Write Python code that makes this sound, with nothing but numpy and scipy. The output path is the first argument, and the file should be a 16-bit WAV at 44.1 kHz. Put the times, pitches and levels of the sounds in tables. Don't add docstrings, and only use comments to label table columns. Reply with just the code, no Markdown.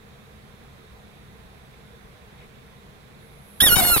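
import sys
import numpy as np
from scipy import signal
from scipy.fft import rfft, irfft
from scipy.io import wavfile
from scipy.ndimage import uniform_filter1d

SR = 44100
rng = np.random.default_rng(int(sys.argv[2]) if len(sys.argv) > 2 else 0)


def to_wav(sig):
    pcm = np.clip(np.atleast_2d(sig), -1, 1) * 32767
    pcm = np.round(pcm).astype(np.int16)
    wavfile.write(sys.argv[1], SR, pcm.T)


def decibels_to_gain(level_db):
    exponent = np.asarray(level_db, float) / 20
    return 10 ** exponent


N = 176400

# (time [s], fold rate [Hz], effort [dB])
CRY_OPEN = [(3.607, 1640, -12), (3.616, 1756, -15.5), (3.63, 1910, -14.5), (3.654, 1886, -16),
            (3.668, 1784, -13.5), (3.68, 1628, -14.5), (3.7, 1442, -18), (3.732, 1424, -14),
            (3.75, 1437, -19), (3.756, 1438, -21)]
CRY_TURN = [(3.762, 1546, -17.5), (3.777, 1480, -20.5), (3.795, 1537, -16.5), (3.815, 1419, -21.5),
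            (3.829, 1382, -19), (3.841, 1452, -19.5), (3.93, 1400, -17.5)]
CRY_DROP = [(3.945, 1340, -18.5), (3.961, 1314, -21), (3.979, 1190, -19.5), (3.991, 1069, -25),
            (3.999, 980, -23)]
# (start [s], end [s], boost of in-between tones [dB], left excess [dB])
DOUBLING = [
    (3.757, 3.812, 36.5, 12),
    (3.812, 3.842, 36, 3.5),
    (3.842, 3.912, 25, 5),
    (3.968, 4.05, 24, -8),
]
# (start [s], end [s], boost [dB])
HOARSE = [
    (3.59, 3.622, 35),
    (3.66, 3.70, 22),
    (3.755, 3.84, 26),
    (3.968, 4.05, 25),
]
# (centre [Hz], width [Hz], level [dB])
MOUTH_SIDE = [(730, 500, -34), (1510, 1000, -1), (3314, 810, 4), (5000, 3800, -9.5), (9590, 1120, -0.5),
              (11280, 1040, -1.5), (13600, 2300, -6), (15400, 990, -12)]
MOUTH_FRONT = [(765, 290, -6), (1400, 380, -6), (2650, 1500, -5.5), (4000, 1800, -3), (6700, 1900, -14),
               (8870, 570, -3), (10980, 2740, -0.5), (13930, 580, 2), (15200, 610, -2)]
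# (frequency [Hz], left minus right [dB])
LEAN_SIDE = [(700, 3), (1500, 4), (2800, -6), (4300, 4), (7000, 10.5), (9000, 4), (11300, -15),
             (15000, -1.5)]
LEAN_FRONT = [(700, 14.5), (1500, 13.5), (2850, -1), (4300, -3.5), (7100, 11), (8600, 10.5), (11300, -16.5),
              (15000, -8)]
# (time [s], left [dB], right [dB])
THROAT_SAC = [(3.6, 16, 11), (3.612, -7, -3), (3.64, 6.5, -4), (3.665, -3, -4), (3.7, -12, -14),
              (3.72, 3.5, -9), (3.742, 4, 5), (3.76, -6, -21), (3.8, 6, 1), (3.82, -11, -12),
              (3.875, -4, -12), (3.9, -8, -5), (3.92, 4.5, 13), (3.94, 7.5, -12), (3.96, 4, -8),
              (3.985, -8, -13)]
# (time [s], level [dB])
HISS_LEVEL = [
    (3.17, -90),
    (3.21, -64),
    (3.4, -64),
    (3.5, -55.5),
    (3.585, -55.5),
    (3.6, -50),
]
# (centre [Hz], width [Hz], level [dB])
HISS_BANDS = [(8500, 900, -15), (10700, 1900, -1), (13000, 1800, -9.5)]
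# (frequency [Hz], level [dB])
CRACKLE_TONE = [(20, -14), (60, -6), (200, -5.5), (500, -6), (1200, -10.5), (2200, -15), (3200, -21.5),
                (16000, -59)]
# (time [s], peak level [dB], left minus right [dB])
CRACKLE_BURSTS = [(3.616, -27, 9), (3.626, -21.5, 5), (3.637, -18, 8), (3.658, -31, 2), (3.661, -21.5, 0.0),
                  (3.667, -21.5, -5.0), (3.682, -21, 9), (3.692, -27, 10.0), (3.702, -22, -5), (3.717, -25, 9.0),
                  (3.726, -25, 10), (3.744, -26, 5), (3.761, -22.5, 16.5), (3.766, -16.5, 4), (3.781, -17, -5),
                  (3.79, -25, -2.0), (3.8, -17.5, 5), (3.808, -17, 2), (3.821, -23, 1), (3.832, -20, 5),
                  (3.849, -22, 17), (3.862, -23, 6), (3.871, -31, 10), (3.887, -27, 2), (3.898, -23, 1),
                  (3.911, -27, -2), (3.92, -31, 2.0), (3.931, -27, 3.5), (3.947, -30, 1.0), (3.961, -21, 17.5),
                  (3.968, -26, 11.0), (3.977, -22.5, 20)]
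# (time [s], length [s], left height [full scale], right height [full
THUMPS = [(3.62, 0.0052, 0.11, 0.11), (3.627, 0.0034, -0.1, -0.25), (3.665, 0.0053, 0.087, 0.17),
          (3.669, 0.0019, 0.0077, -0.13), (3.689, 0.0049, 0.027, 0.12), (3.703, 0.005, -0.096, -0.096),
          (3.724, 0.0055, 0.2, 0.0073), (3.746, 0.013, -.06, -0.098), (3.769, 0.0065, -0.14, 0.043),
          (3.776, 0.0049, -0.053, -0.11), (3.815, 0.0025, 0.11, 0.047), (3.834, 0.0047, -0.034, -0.2),
          (3.893, 0.005, 0.15, -0.041), (3.923, 0.013, 0.096, 0.05), (3.967, 0.0042, 0.2, 0.051),
          (3.972, 0.0024, -0.14, -0.011), (3.978, 0.002, -0.23, 0.027)]
# (time [s], length [s], level [dB], centre [Hz])
CREAKS = [
    (2.336, 0.063, -59, 2100),
    (2.423, 0.057, -54.5, 2290),
    (2.40, .08, -62, 3600),
    (3.2, .03, -63, 4000),
]
# (frequency [Hz], level [dB])
FAN_TONES = [
    (60, -63),
    (136, -61),
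    (204, -63),
]
# (frequency [Hz], left level per Hz [dB], right level per Hz [dB])
AIR_TONE = [(14.9, -10, -14), (60, -5, -3.5), (200, -6, -7.5), (500, -15.5, -13.5), (1030, -18.5, -15.5),
            (2930, -25, -20.5), (5720, -30.5, -32.5), (16000, -39, -37)]
# (centre [Hz], width [Hz], left [dB], right [dB])
AIR_BUMPS = [(63, 22, 6.5, 5), (135.9, 22, 8.5, 7.5), (204, 17.7, 8, 7), (302, 58, -7.5, -1.5),
             (467, 72, 8, 5.5), (657, 88, -5.5, 4.5), (770, 57, 5.5, 3.5), (1035, 17, 6.5, 4),
             (2210, 1450, 1.5, 4), (2930, 520, -2, -5.5), (3690, 860, -2.5, 6.5), (7500, 1600, 0, -2.5),
             (10600, 4800, -2.5, 5.5)]
# (frequency [Hz], likeness [0-1])
AIR_LIKENESS = [(60, 1), (230, 0.99), (290, 1), (420, 1), (600, 0.13), (1000, 0.1), (4500, 0.23),
                (12000, 0)]
# (frequency [Hz], lead [rad])
AIR_LEAD = [(60, 0.5), (300, -1.83), (550, 0.34), (800, 2.5), (2000, 4), (3500, 4), (4500, 8), (8000, 14.5)]


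def evened(x):
    return x / np.sqrt(np.mean(x ** 2) + 1e-20)


def read(points, hz):
    f, value = np.transpose(points)
    return np.interp(np.log(hz + 1), np.log(f + 1), value)


def humps(table, hz):
    power = sum(decibels_to_gain(2 * db) / (1 + (2 * (hz - f) / width) ** 2) ** 2 for f, width, db in table)
    return np.sqrt(power)


def drift(shape, size):
    smooth = uniform_filter1d(rng.standard_normal(shape), size)
    return evened(uniform_filter1d(smooth, size))


def coloured(gain, channels):
    hz = np.fft.rfftfreq(N, 1 / SR)
    spectrum = rfft(rng.standard_normal((channels, N)))
    return evened(irfft(spectrum * gain(hz), N))


def step(t, s, length):
    return np.clip((t - s) / length + 0.5, 0, 1)


def spells(table, t, edge):
    return sum(np.outer(boosts, step(t, start, edge) - step(t, end, edge)) for start, end, *boosts in table)


def scream():
    rise_s = 0.0064
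    rows = np.vstack([CRY_OPEN, CRY_TURN, CRY_DROP])
    start = round((rows[0, 0] - rise_s) * SR)
    t = np.arange(start, N) / SR
    fold_hz, effort_db = (uniform_filter1d(np.interp(t, rows[:, 0], c), 200) for c in rows.T[1:])
    half_db, left_db = spells(DOUBLING, t, edge=0.003)
    hoarse_db = spells(HOARSE, t, edge=0.0022)[0]

    unsteady_hz = fold_hz * (1 + 0.0006 * drift(len(t), size=60))
    turns = np.cumsum(unsteady_hz) / SR / 2
    k = np.arange(1, 31)[:, None]
    side = np.array([0.5, -0.5])[:, None, None]
    f = k * fold_hz / 2
    lines = (2, 30, len(t))

    facing = step(t, 3.78, 0.03)
    mouth = (1 - facing) * humps(MOUTH_SIDE, f) + facing * humps(MOUTH_FRONT, f)
    lean_db = (1 - facing) * read(LEAN_SIDE, f) + facing * read(LEAN_FRONT, f)
    odd_db = (k % 2) * (-33.5 + half_db + side * left_db)
    shimmer_db = 1.95 * drift(lines, size=500)
    flutter_db = 0.07 * hoarse_db * drift(lines, size=200)
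    gain = mouth * (f < 17000) * decibels_to_gain(side * lean_db + odd_db + shimmer_db + flutter_db)

    rasp = 1 + decibels_to_gain(-46 + hoarse_db) * drift(lines, size=24) * (1 + 1j)
    ports_lead_rad = 1.6
    phase = rng.uniform(0, 0.4, (30, 1)) * k + side * ports_lead_rad
    sac_s, *sac_sides = np.transpose(THROAT_SAC)
    sac_db = np.array([np.interp(t, sac_s, db) for db in sac_sides])[:, None]
    sac = decibels_to_gain((k == 2) * sac_db)
    waves = np.exp(1j * (2 * np.pi * k * turns + phase))
    voice = (gain * sac * rasp * waves).real.sum(1)
    voice /= np.sqrt((gain ** 2).sum((0, 1)) / 4)
    out = np.zeros((2, N))
    out[:, start:] = voice * decibels_to_gain(effort_db + 1.6) * np.minimum((t - t[0]) / rise_s, 1) ** 2
    return out


def hiss():
    t = np.arange(N) / SR
    s, db = np.transpose(HISS_LEVEL)
    breath = coloured(lambda hz: humps(HISS_BANDS, hz), channels=2)
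    return breath * decibels_to_gain(np.interp(t, s, db, -120, -120)) * decibels_to_gain([[-1.5], [1.5]])


def crackle():
    t = np.arange(N) / SR
    level = decibels_to_gain(-37 + 2.5 * drift((2, N), size=round(SR / 60 / 2)))
    on = step(t, 3.612, 0.0059) - step(t, 3.982, 0.0075)
    for s, db, lean_db in CRACKLE_BURSTS:
        u = np.maximum(t - s, 0) / 0.0026
        burst = decibels_to_gain(db - 5.5) * u * np.exp(1 - u)
        level = level + np.outer(decibels_to_gain([lean_db / 2, -lean_db / 2]), burst)
    return coloured(lambda hz: decibels_to_gain(read(CRACKLE_TONE, hz)), channels=2) * level * on


def thumps():
    t = np.arange(N) / SR
    out = np.zeros((2, N))
    for s, length, *heights in THUMPS:
        u = np.clip((t - s) / length, -9, 9)
        out += np.outer(heights, (1 - 4 * u ** 2) * np.exp(-6 * u ** 2))
    return out


def creaks():
    t = np.arange(N) / SR
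    out = np.zeros((2, N))
    for s, length, db, centre_hz in CREAKS:
        swell = np.exp(-2 * ((t - s) / length) ** 2)
        noise = coloured(lambda hz: humps([(centre_hz, 900, 0)], hz), channels=2)
        out += decibels_to_gain(db) * swell * noise
    return out


def room(x):
    t60_s, gap_s = 0.22, 0.0033
    taps = np.zeros((2, 12000))
    at = np.arange(0, 11980, 20) + rng.integers(0, 20, (2, 599))
    np.put_along_axis(taps, at, rng.choice([-1.0, 1.0], at.shape), 1)
    t = np.arange(12000) / SR
    taps *= decibels_to_gain(-60 * t / t60_s) * step(t, gap_s, 0.0011)
    return signal.fftconvolve(x, taps / np.linalg.norm(taps[0]), axes=1)[:, :N]


def fan_hum():
    hz, db = np.transpose(FAN_TONES)[:, :, None]
    shape = (len(FAN_TONES), N)
    turns = np.cumsum(hz * (1 + 0.03 * drift(shape, size=6000)), 1) / SR
    level = decibels_to_gain(db + 4.0 * drift(shape, size=4000))
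    return np.array([(level * np.sin(2 * np.pi * turns + lead)).sum(0) for lead in (0.4, 0)])


def air():
    frames, hz = N // 512 + 5, np.fft.rfftfreq(2048, 1 / SR)
    a, b, c, d, patches = rng.standard_normal((frames, 1025, 5)).T
    patches = evened(uniform_filter1d(uniform_filter1d(patches, 16, 0), 6, 1))
    same = np.clip(read(AIR_LIKENESS, hz), 0, 1)[:, None]
    right = a + 1j * b
    left = same * right + np.sqrt(1 - same ** 2) * (c + 1j * d)
    left = left * np.exp(1j * read(AIR_LEAD, hz))[:, None]
    wash_db = np.array([read(np.array(AIR_TONE)[:, [0, column]], hz) for column in (1, 2)])
    bumps_db = sum(np.outer(db, np.exp(-2 * ((hz - f) / width) ** 2)) for f, width, *db in AIR_BUMPS)
    spectrum = np.array([left, right]) * decibels_to_gain((wash_db + bumps_db)[:, :, None] + 0.88 * patches)
    murmur = signal.istft(spectrum, nperseg=2048, noverlap=1536)[1][:, :N]
    return decibels_to_gain(-48) * evened(murmur)


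def scene():
    frog = scream() + hiss()
    echoes = decibels_to_gain(-17) * room(frog)
    small_noises = crackle() + thumps() + creaks()
    return frog + echoes + small_noises + fan_hum() + air()


def band_limit(x):
    return signal.sosfilt(signal.butter(12, 16850, fs=SR, output="sos"), x)


def record(dry):
    clip = 2.0
    soft = clip * np.tanh(dry / clip)
    treble_cut = signal.firwin(511, 15850, window=("kaiser", 9), fs=SR)
    mix = signal.oaconvolve(soft, treble_cut[None], "same")
    return band_limit(mix)


dry = scene()
out = record(dry)
to_wav(out)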